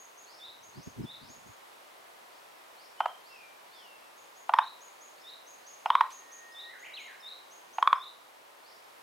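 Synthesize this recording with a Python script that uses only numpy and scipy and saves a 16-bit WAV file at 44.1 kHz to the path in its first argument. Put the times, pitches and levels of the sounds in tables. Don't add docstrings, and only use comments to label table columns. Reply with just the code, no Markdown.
import sys
import numpy as np
from scipy import signal
from scipy.fft import rfft, irfft
from scipy.io import wavfile

SR = 44100
rng = np.random.default_rng(int(sys.argv[2]) if len(sys.argv) > 2 else 0)


def put_to_file(sound):
    columns = np.atleast_2d(sound).T
    safe = np.clip(columns, -1, 1)
    whole_steps = np.round(safe * 32767)
    wavfile.write(sys.argv[1], SR, whole_steps.astype(np.int16))


N = 397782
TIME = np.arange(N) / SR


def undb(db):
    return 10 ** (np.asarray(db) / 20)


def unit(x):
    return x / np.sqrt(np.mean(x ** 2))


def at_hz(points, hz):
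    f, value = np.transpose(points)
    return np.interp(np.log(np.maximum(hz, 1)), np.log(f), value)


def add(out, s, x):
    i = int(round(s * SR))
    x, i = x[max(-i, 0):], max(i, 0)
    out[i:i + len(x)] += x[:N - i]


def butter(x, kind, hz, order):
    return signal.sosfilt(signal.butter(order, hz, kind, fs=SR, output="sos"), x + 1e-18)


def noise(spectrum, correlation):
    hz = np.arange(N // 2 + 1) * SR / N
    mid, side = rfft(rng.standard_normal((2, N))) * undb(at_hz(spectrum, hz))
    c = at_hz(correlation, hz)
    return unit(irfft(mid * np.sqrt(1 + c) + np.array([[1], [-1]]) * side * np.sqrt(1 - c), N))


def scatter(x, t60, onset_s, width):
    t = TIME[:SR]
    mid, side = rng.standard_normal((2, SR)) * undb(-60 * t / t60) * (1 - np.exp(-t / onset_s))
    tail = (mid + width * np.array([[1], [-1]]) * side) / np.sqrt(np.sum(mid ** 2) * (1 + width ** 2))
    return signal.fftconvolve(x[None], tail, axes=1)[:, :N]


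def echoes(x, table):
    out = np.zeros(N)
    for delay, db in table:
        add(out, delay, undb(db) * x)
    return out


def note(contour, buzz=0., buzz_hz=185, waver=0.0028, edge_s=0.003):
    s, hz, db = np.transpose(contour)
    t = s[0] + TIME[:int((s[-1] - s[0]) * SR)]
    drift = np.interp(t - s[0], np.linspace(0, 1, 100), rng.standard_normal(100))
    pitch = np.interp(t, s, hz) * (1 + waver * drift + buzz * np.sin(2 * np.pi * buzz_hz * t))
    fade = np.clip(np.minimum(t - t[0], t[-1] - t) / edge_s, 0, 1)
    return fade * undb(np.interp(t, s, db)) * np.sin(2 * np.pi * np.cumsum(pitch) / SR)


def slur(length, from_hz, to_hz, bend, crest, start_db, end_db):
    u = np.linspace(0, 1, 40)
    hz = from_hz + (to_hz - from_hz) * np.expm1(bend * u) / np.expm1(bend)
    return np.column_stack([u * length, hz, np.interp(u, [0, crest, 1], [start_db, 0, end_db])])


# (frequency [Hz], relative density [dB])
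WASH_SPECTRUM = [(20, -55), (60, -27), (150, -22), (250, -14), (360, -7.5), (600, -2.5), (850, -2),
                 (980, -1), (1590, -7.5), (2000, -8.5), (3600, -13.5), (4700, -17), (6500, -20.5),
                 (11300, -23), (15500, -27)]
# (frequency [Hz], left-right correlation [-1..1])
WASH_CORRELATION = [(100, 0.4), (290, -0.028), (640, -0.15), (1400, -0.21), (3100, 0.064), (6800, 0.53),
                    (13000, 0.95)]
# (time [s], level [dB])
WASH_LEVEL = [(0, -54.5), (1.4, -54), (1.6, -53), (4, -53.5), (7.6, -53.5), (8.2, -55), (9, -53.5)]
# (frequency [Hz], level [dB])
WHINE_TONES = [(11569, -89), (11628, -83.5)]
def background(sway_db=0.1):
    sway = np.interp(TIME, np.linspace(0, TIME[-1], 60), rng.standard_normal(60))
    level = undb(np.interp(TIME, *np.transpose(WASH_LEVEL)) + sway_db * sway)
    whine = sum(undb(db) * unit(butter(rng.standard_normal(N), "band", [hz - 5, hz + 5], order=1))
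                for hz, db in WHINE_TONES)
    return level * noise(WASH_SPECTRUM, WASH_CORRELATION) + whine


# (time [s], pitch [Hz], relative level [dB])
TSEE_CONTOUR = [(0, 5900, -10.5), (.015, 6450, -1), (.04, 6800, -4.5), (.055, 6650, -4.5),
                (.066, 6150, -15), (.078, 6550, 0.5), (.09, 6750, -15)]
# (delay [s], duration [s], start pitch [Hz], end pitch [Hz], relative level [dB])
TUWEE_GLIDES = [(.005, .015, 5070, 5660, -10.5), (0.026, 0.014, 3750, 3500, -11),
                (.036, .065, 3497, 4240, .5), (.11, .031, 3630, 4330, 0)]
SONG_PHRASES = [(-.024, .194, -49, -51.5, -45.5, .994), (.622, .1995, -53, -53.5, -45.5, .984),
                (1.287, 0.17, -51.5, -59, None, 1.01), (4.165, 0.19, -58, -56.5, -45, 1.01),
                (4.805, 0.2, -52, -51.5, -46.5, 1.01), (5.465, .1965, -51, -47.5, -47.5, .99),
                (6.115, .199, -46.5, -46.5, -43, .99), (6.787, .2032, -56.5, -55.5, -42.5, 1.015),
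                (7.506, 0.22, -53.5, -53.5, -45, .985)]
def songs():
    tsee, tuwee = np.zeros((2, N))
    for s, beat, first_db, second_db, tuwee_db, ratio in SONG_PHRASES:
        for k, db in enumerate([first_db, second_db]):
            add(tsee, s + k * beat, undb(db) * note(np.array(TSEE_CONTOUR) * [1, ratio, 1], buzz=0.031))
        if tuwee_db is not None:
            for delay, length, from_hz, to_hz, db in TUWEE_GLIDES:
                contour = slur(length, ratio * from_hz, ratio * to_hz,
                               bend=3.22, crest=0.68, start_db=-7.5, end_db=-3.5)
                add(tuwee, s + 2 * beat + delay, undb(tuwee_db + db) * note(contour, waver=0.0063))
    return tsee, tuwee


# (time [s], pitch [Hz], relative level [dB])
SWEEP_CONTOUR = [(0, 4000, -9), (.03, 4500, 0.5), (.05, 5000, -0.5), (.07, 5400, -5), (.095, 5650, -7)]
# (time [s], notes [count], first note's gain [dB], later notes' gain [dB])
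SWEEP_BOUTS = [(.256, 3, -56.5, -59.5), (2.295, 4, -67, -60), (5.151, 2, -65, -64), (8.63, 1, -60, -59.5)]
def sweeps(beat_s=.47):
    out = np.zeros(N)
    for s, notes, first_db, later_db in SWEEP_BOUTS:
        for k in range(notes):
            add(out, s + k * beat_s, undb(later_db if k else first_db) * note(SWEEP_CONTOUR, buzz=0.02))
    return out


# (time [s], half-width [s], level [dB])
PUFFS = [(.785, 0.019, -45), (0.877, 0.0098, -41.5), (1, .023, -36), (1.046, 0.012, -36.5),
         (1.236, 0.021, -58), (1.308, 0.017, -60), (1.466, .01, -58), (1.501, .013, -55)]
# (frequency [Hz], relative density [dB])
WIND_SPECTRUM = [(10, -42), (25, -17), (60, -10), (125, 0), (190, -1), (260, 0), (350, -7), (480, -17),
                 (700, -45)]
def buffets(start_s=.3, rise_s=0.56, end_s=1.54, release_s=.025, flutter_db=-68, spread_db=4):
    puffs = sum(undb(db) * np.exp(-((TIME - s) / half) ** 2) for s, half, db in PUFFS)
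    breeze = np.clip(np.minimum((TIME - start_s) / rise_s, (end_s - TIME) / release_s), 0, 1)
    eddies = np.interp(TIME * 45, np.arange(1000), rng.standard_normal(1000))
    flutter = breeze * undb(flutter_db + spread_db * eddies)
    rumble = noise(WIND_SPECTRUM, correlation=[(40, 1.0), (90, 1.0), (170, -0.057), (330, -0.26)])
    return (puffs + flutter) * rumble


# (time [s], duration [s], start pitch [Hz], resting pitch [Hz], slide time [s], level [dB])
WHISTLE_GLIDES = [(2.976, 0.13, 3050, 3200, 0.091, -48.5), (3.29, .25, 2770, 2370, .085, -55),
                  (3.725, 0.3, 3700, 2690, .1, -57)]
def slow_whistles(attack_s=0.031, start_db=-11, end_db=-6, scoop=0.0395, scoop_s=0.0119):
    out = np.zeros(N)
    for s, length, from_hz, to_hz, slide_s, db in WHISTLE_GLIDES:
        t = np.linspace(0, length, 40)
        slide = to_hz + (from_hz - to_hz) * np.exp(-(t / slide_s) ** 2)
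        hz = slide * (1 - scoop * np.exp(-t / scoop_s))
        level = db + np.interp(t, [0, attack_s, length], [start_db, 0, end_db])
        add(out, s, note(np.column_stack([t, hz, level]), waver=.0026))
    return out


# (frequency [Hz], overtone level against the fundamental [dB])
THROAT_RESPONSE = [(1480, 1), (1750, -14), (2100, -24), (2500, -17.5), (2850, -24), (3200, -20.5),
                   (3550, -15.5), (3750, -31), (4100, -36), (4800, -36), (5600, -39), (6800, -52),
                   (9500, -45.5), (13000, -60)]
def pulse(hz, length, sag, rise_s=0.00031, sag_s=0.0051, closing=2.14, spread_db=2.5, full_hz=1190):
    t = TIME[:SR // 50]
    pitch = hz * (1 - sag * np.tanh(t / sag_s))
    phase = 2 * np.pi * np.cumsum(pitch) / SR
    swing = (1 - np.exp(-(t / rise_s) ** 2)) * np.exp(-(t / length) ** closing)
    k = np.arange(2, 15)[:, None]
    tension = hz / full_hz
    throat_db = at_hz(THROAT_RESPONSE, k * pitch / tension)
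    strength = undb(throat_db + spread_db * rng.standard_normal(k.shape))
    snaps = np.sum(strength * np.cos(k * (phase - np.pi / 2)), axis=0)
    return swing * (np.sin(phase) + snaps)


# (time [s], pulses [count], first gap [s], first drive level [dB], target drive level [dB],
# pulse decay time [s], base pitch sag [fraction])
PULSE_TRAINS = [(3.0042, 2, 0.053, -13.5, -16.5, .0048, 0.26), (4.493, 3, 0.044, -14.5, -6.5, 0.0046, .26),
                (5.8586, 4, 0.044, -15.1, -7, .0044, .18), (7.7835, 4, .0426, -17, -6.5, 0.0042, 0.057)]
def croaks(gap_growth=1.13, loud_db=-6.5, loud_hz=1202, hz_per_db=21, sag_per_db=0.0332, last_sag=.14):
    out = np.zeros(N)
    for s, pulses, gap, first_db, target_db, length, sag in PULSE_TRAINS:
        for k in range(pulses):
            db = target_db + (first_db - target_db) * 0.26 ** k
            slack_db = loud_db - db
            droop = sag + sag_per_db * slack_db
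            droop += last_sag * (k == pulses - 1)
            add(out, s, undb(db) * pulse(loud_hz - hz_per_db * slack_db, length, droop))
            s += gap * gap_growth ** k
    return out


# (frequency [Hz], bandwidth [Hz], gain [dB])
HOLLOW_MODES = [(892, 51, -13), (1870, 47, -4.5), (2480, 150, -6.5)]
# (delay [s], gain [dB])
FROG_REFLECTIONS = [(.0055, -15), (.0285, -31), (.0355, -27), (.0535, -25)]
def frog(pan_db=-1.1):
    cords = croaks()
    voice = butter(cords, "high", 720, order=5)
    push = undb(-21) * butter(cords, "band", [25, 200], order=1)
    ring = sum(undb(db) * butter(voice, "band", [hz - width / 2, hz + width / 2], order=1)
               for hz, width, db in HOLLOW_MODES)
    outgoing = voice + ring
    reflected = butter(outgoing, "low", 3300, order=2)
    leaves = undb(-15) * scatter(reflected, t60=.045, onset_s=.005, width=.3)
    garden = undb(-12.5) * scatter(reflected, t60=0.23, onset_s=0.025, width=0.28)
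    far = undb(-28) * scatter(reflected, t60=0.78, onset_s=0.037, width=.6)
    early = echoes(butter(outgoing, "low", 1960, order=2), FROG_REFLECTIONS)
    near = outgoing + push + early + leaves
    return near * undb(np.array([[pan_db], [-pan_db]]) / 2) + garden + far


def splash(start_s=6.1045, db=-52.5, decay_s=0.042):
    out, t = np.zeros(N), TIME[:SR // 5]
    spray = butter(rng.standard_normal(len(t)), "band", [1200, 5300], order=1)
    spray = butter(spray, "band", [900, 12000], order=3)
    add(out, start_s, undb(db) * np.exp(-t / decay_s) * unit(spray))
    return out


def held_whistle(start_s=6.17, db=-46):
    out = np.zeros(N)
    contour = slur(length=.53, from_hz=1855, to_hz=1875, bend=1.4, crest=0.77, start_db=-17.5, end_db=-7)
    add(out, start_s, undb(db) * note(contour, waver=.00055))
    return out


# (time of the top [s], rise [s], fall [s], start pitch [Hz], top pitch [Hz], end pitch [Hz],
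# level [dB], scattered against direct level [dB])
WHIP_NOTES = [(6.718, 0.027, .05, 1940, 2130, 1400, -49, 5),
              (6.857, 0.034, .032, 1860, 3110, 1850, -45, 3.5),
              (6.958, .023, .068, 3820, 4350, 2147, -40, -1.5),
              (7.07, .025, .05, 2130, 2133, 1450, -49, 5.5)]
def whip_cracks(snap_hz=598):
    direct, to_trees = np.zeros((2, N))
    for s, rise_s, fall_s, start_hz, top_hz, end_hz, db, scattered_db in WHIP_NOTES:
        up = slur(rise_s, start_hz, top_hz, bend=1.78, crest=0.27, start_db=-6, end_db=-7)
        snap = (end_hz - top_hz) / snap_hz
        down = slur(fall_s, top_hz, end_hz, bend=snap, crest=0.22, start_db=-8, end_db=-10)
        contour = np.vstack([up, down[1:] + [rise_s, 0, 0]])
        crack = undb(db) * note(contour, buzz=0.015, waver=.014)
        add(direct, s - rise_s, crack)
        add(to_trees, s - rise_s, undb(scattered_db) * crack)
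    return direct, to_trees


# (delay [s], gain [dB])
TUWEE_REFLECTIONS = [(.038, -10.5), (.058, -10.5)]
def birds():
    tsee, tuwee = songs()
    sweep, whistles, held = sweeps(), slow_whistles(), held_whistle()
    whips, whips_to_trees = whip_cracks()
    direct = tsee + tuwee + held + whistles + whips + undb(-1.5) * sweep
    close = undb(-3.5) * tsee + undb(-2.5) * tuwee + undb(-5) * held + undb(-1) * whistles
    distant = undb(3.5) * sweep + whips_to_trees
    bushes = scatter(close, t60=0.5, onset_s=0.0032, width=0.36)
    trees = scatter(distant, t60=0.66, onset_s=0.0074, width=0.44)
    return direct + echoes(tuwee, TUWEE_REFLECTIONS) + bushes + trees


def scene():
    return frog() + birds() + splash() + buffets() + background()


def record(dry, top_hz=15800):
    return signal.sosfilt(signal.ellip(10, .1, 70, top_hz, fs=SR, output="sos"), dry)


dry = scene()
out = record(dry)
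put_to_file(out)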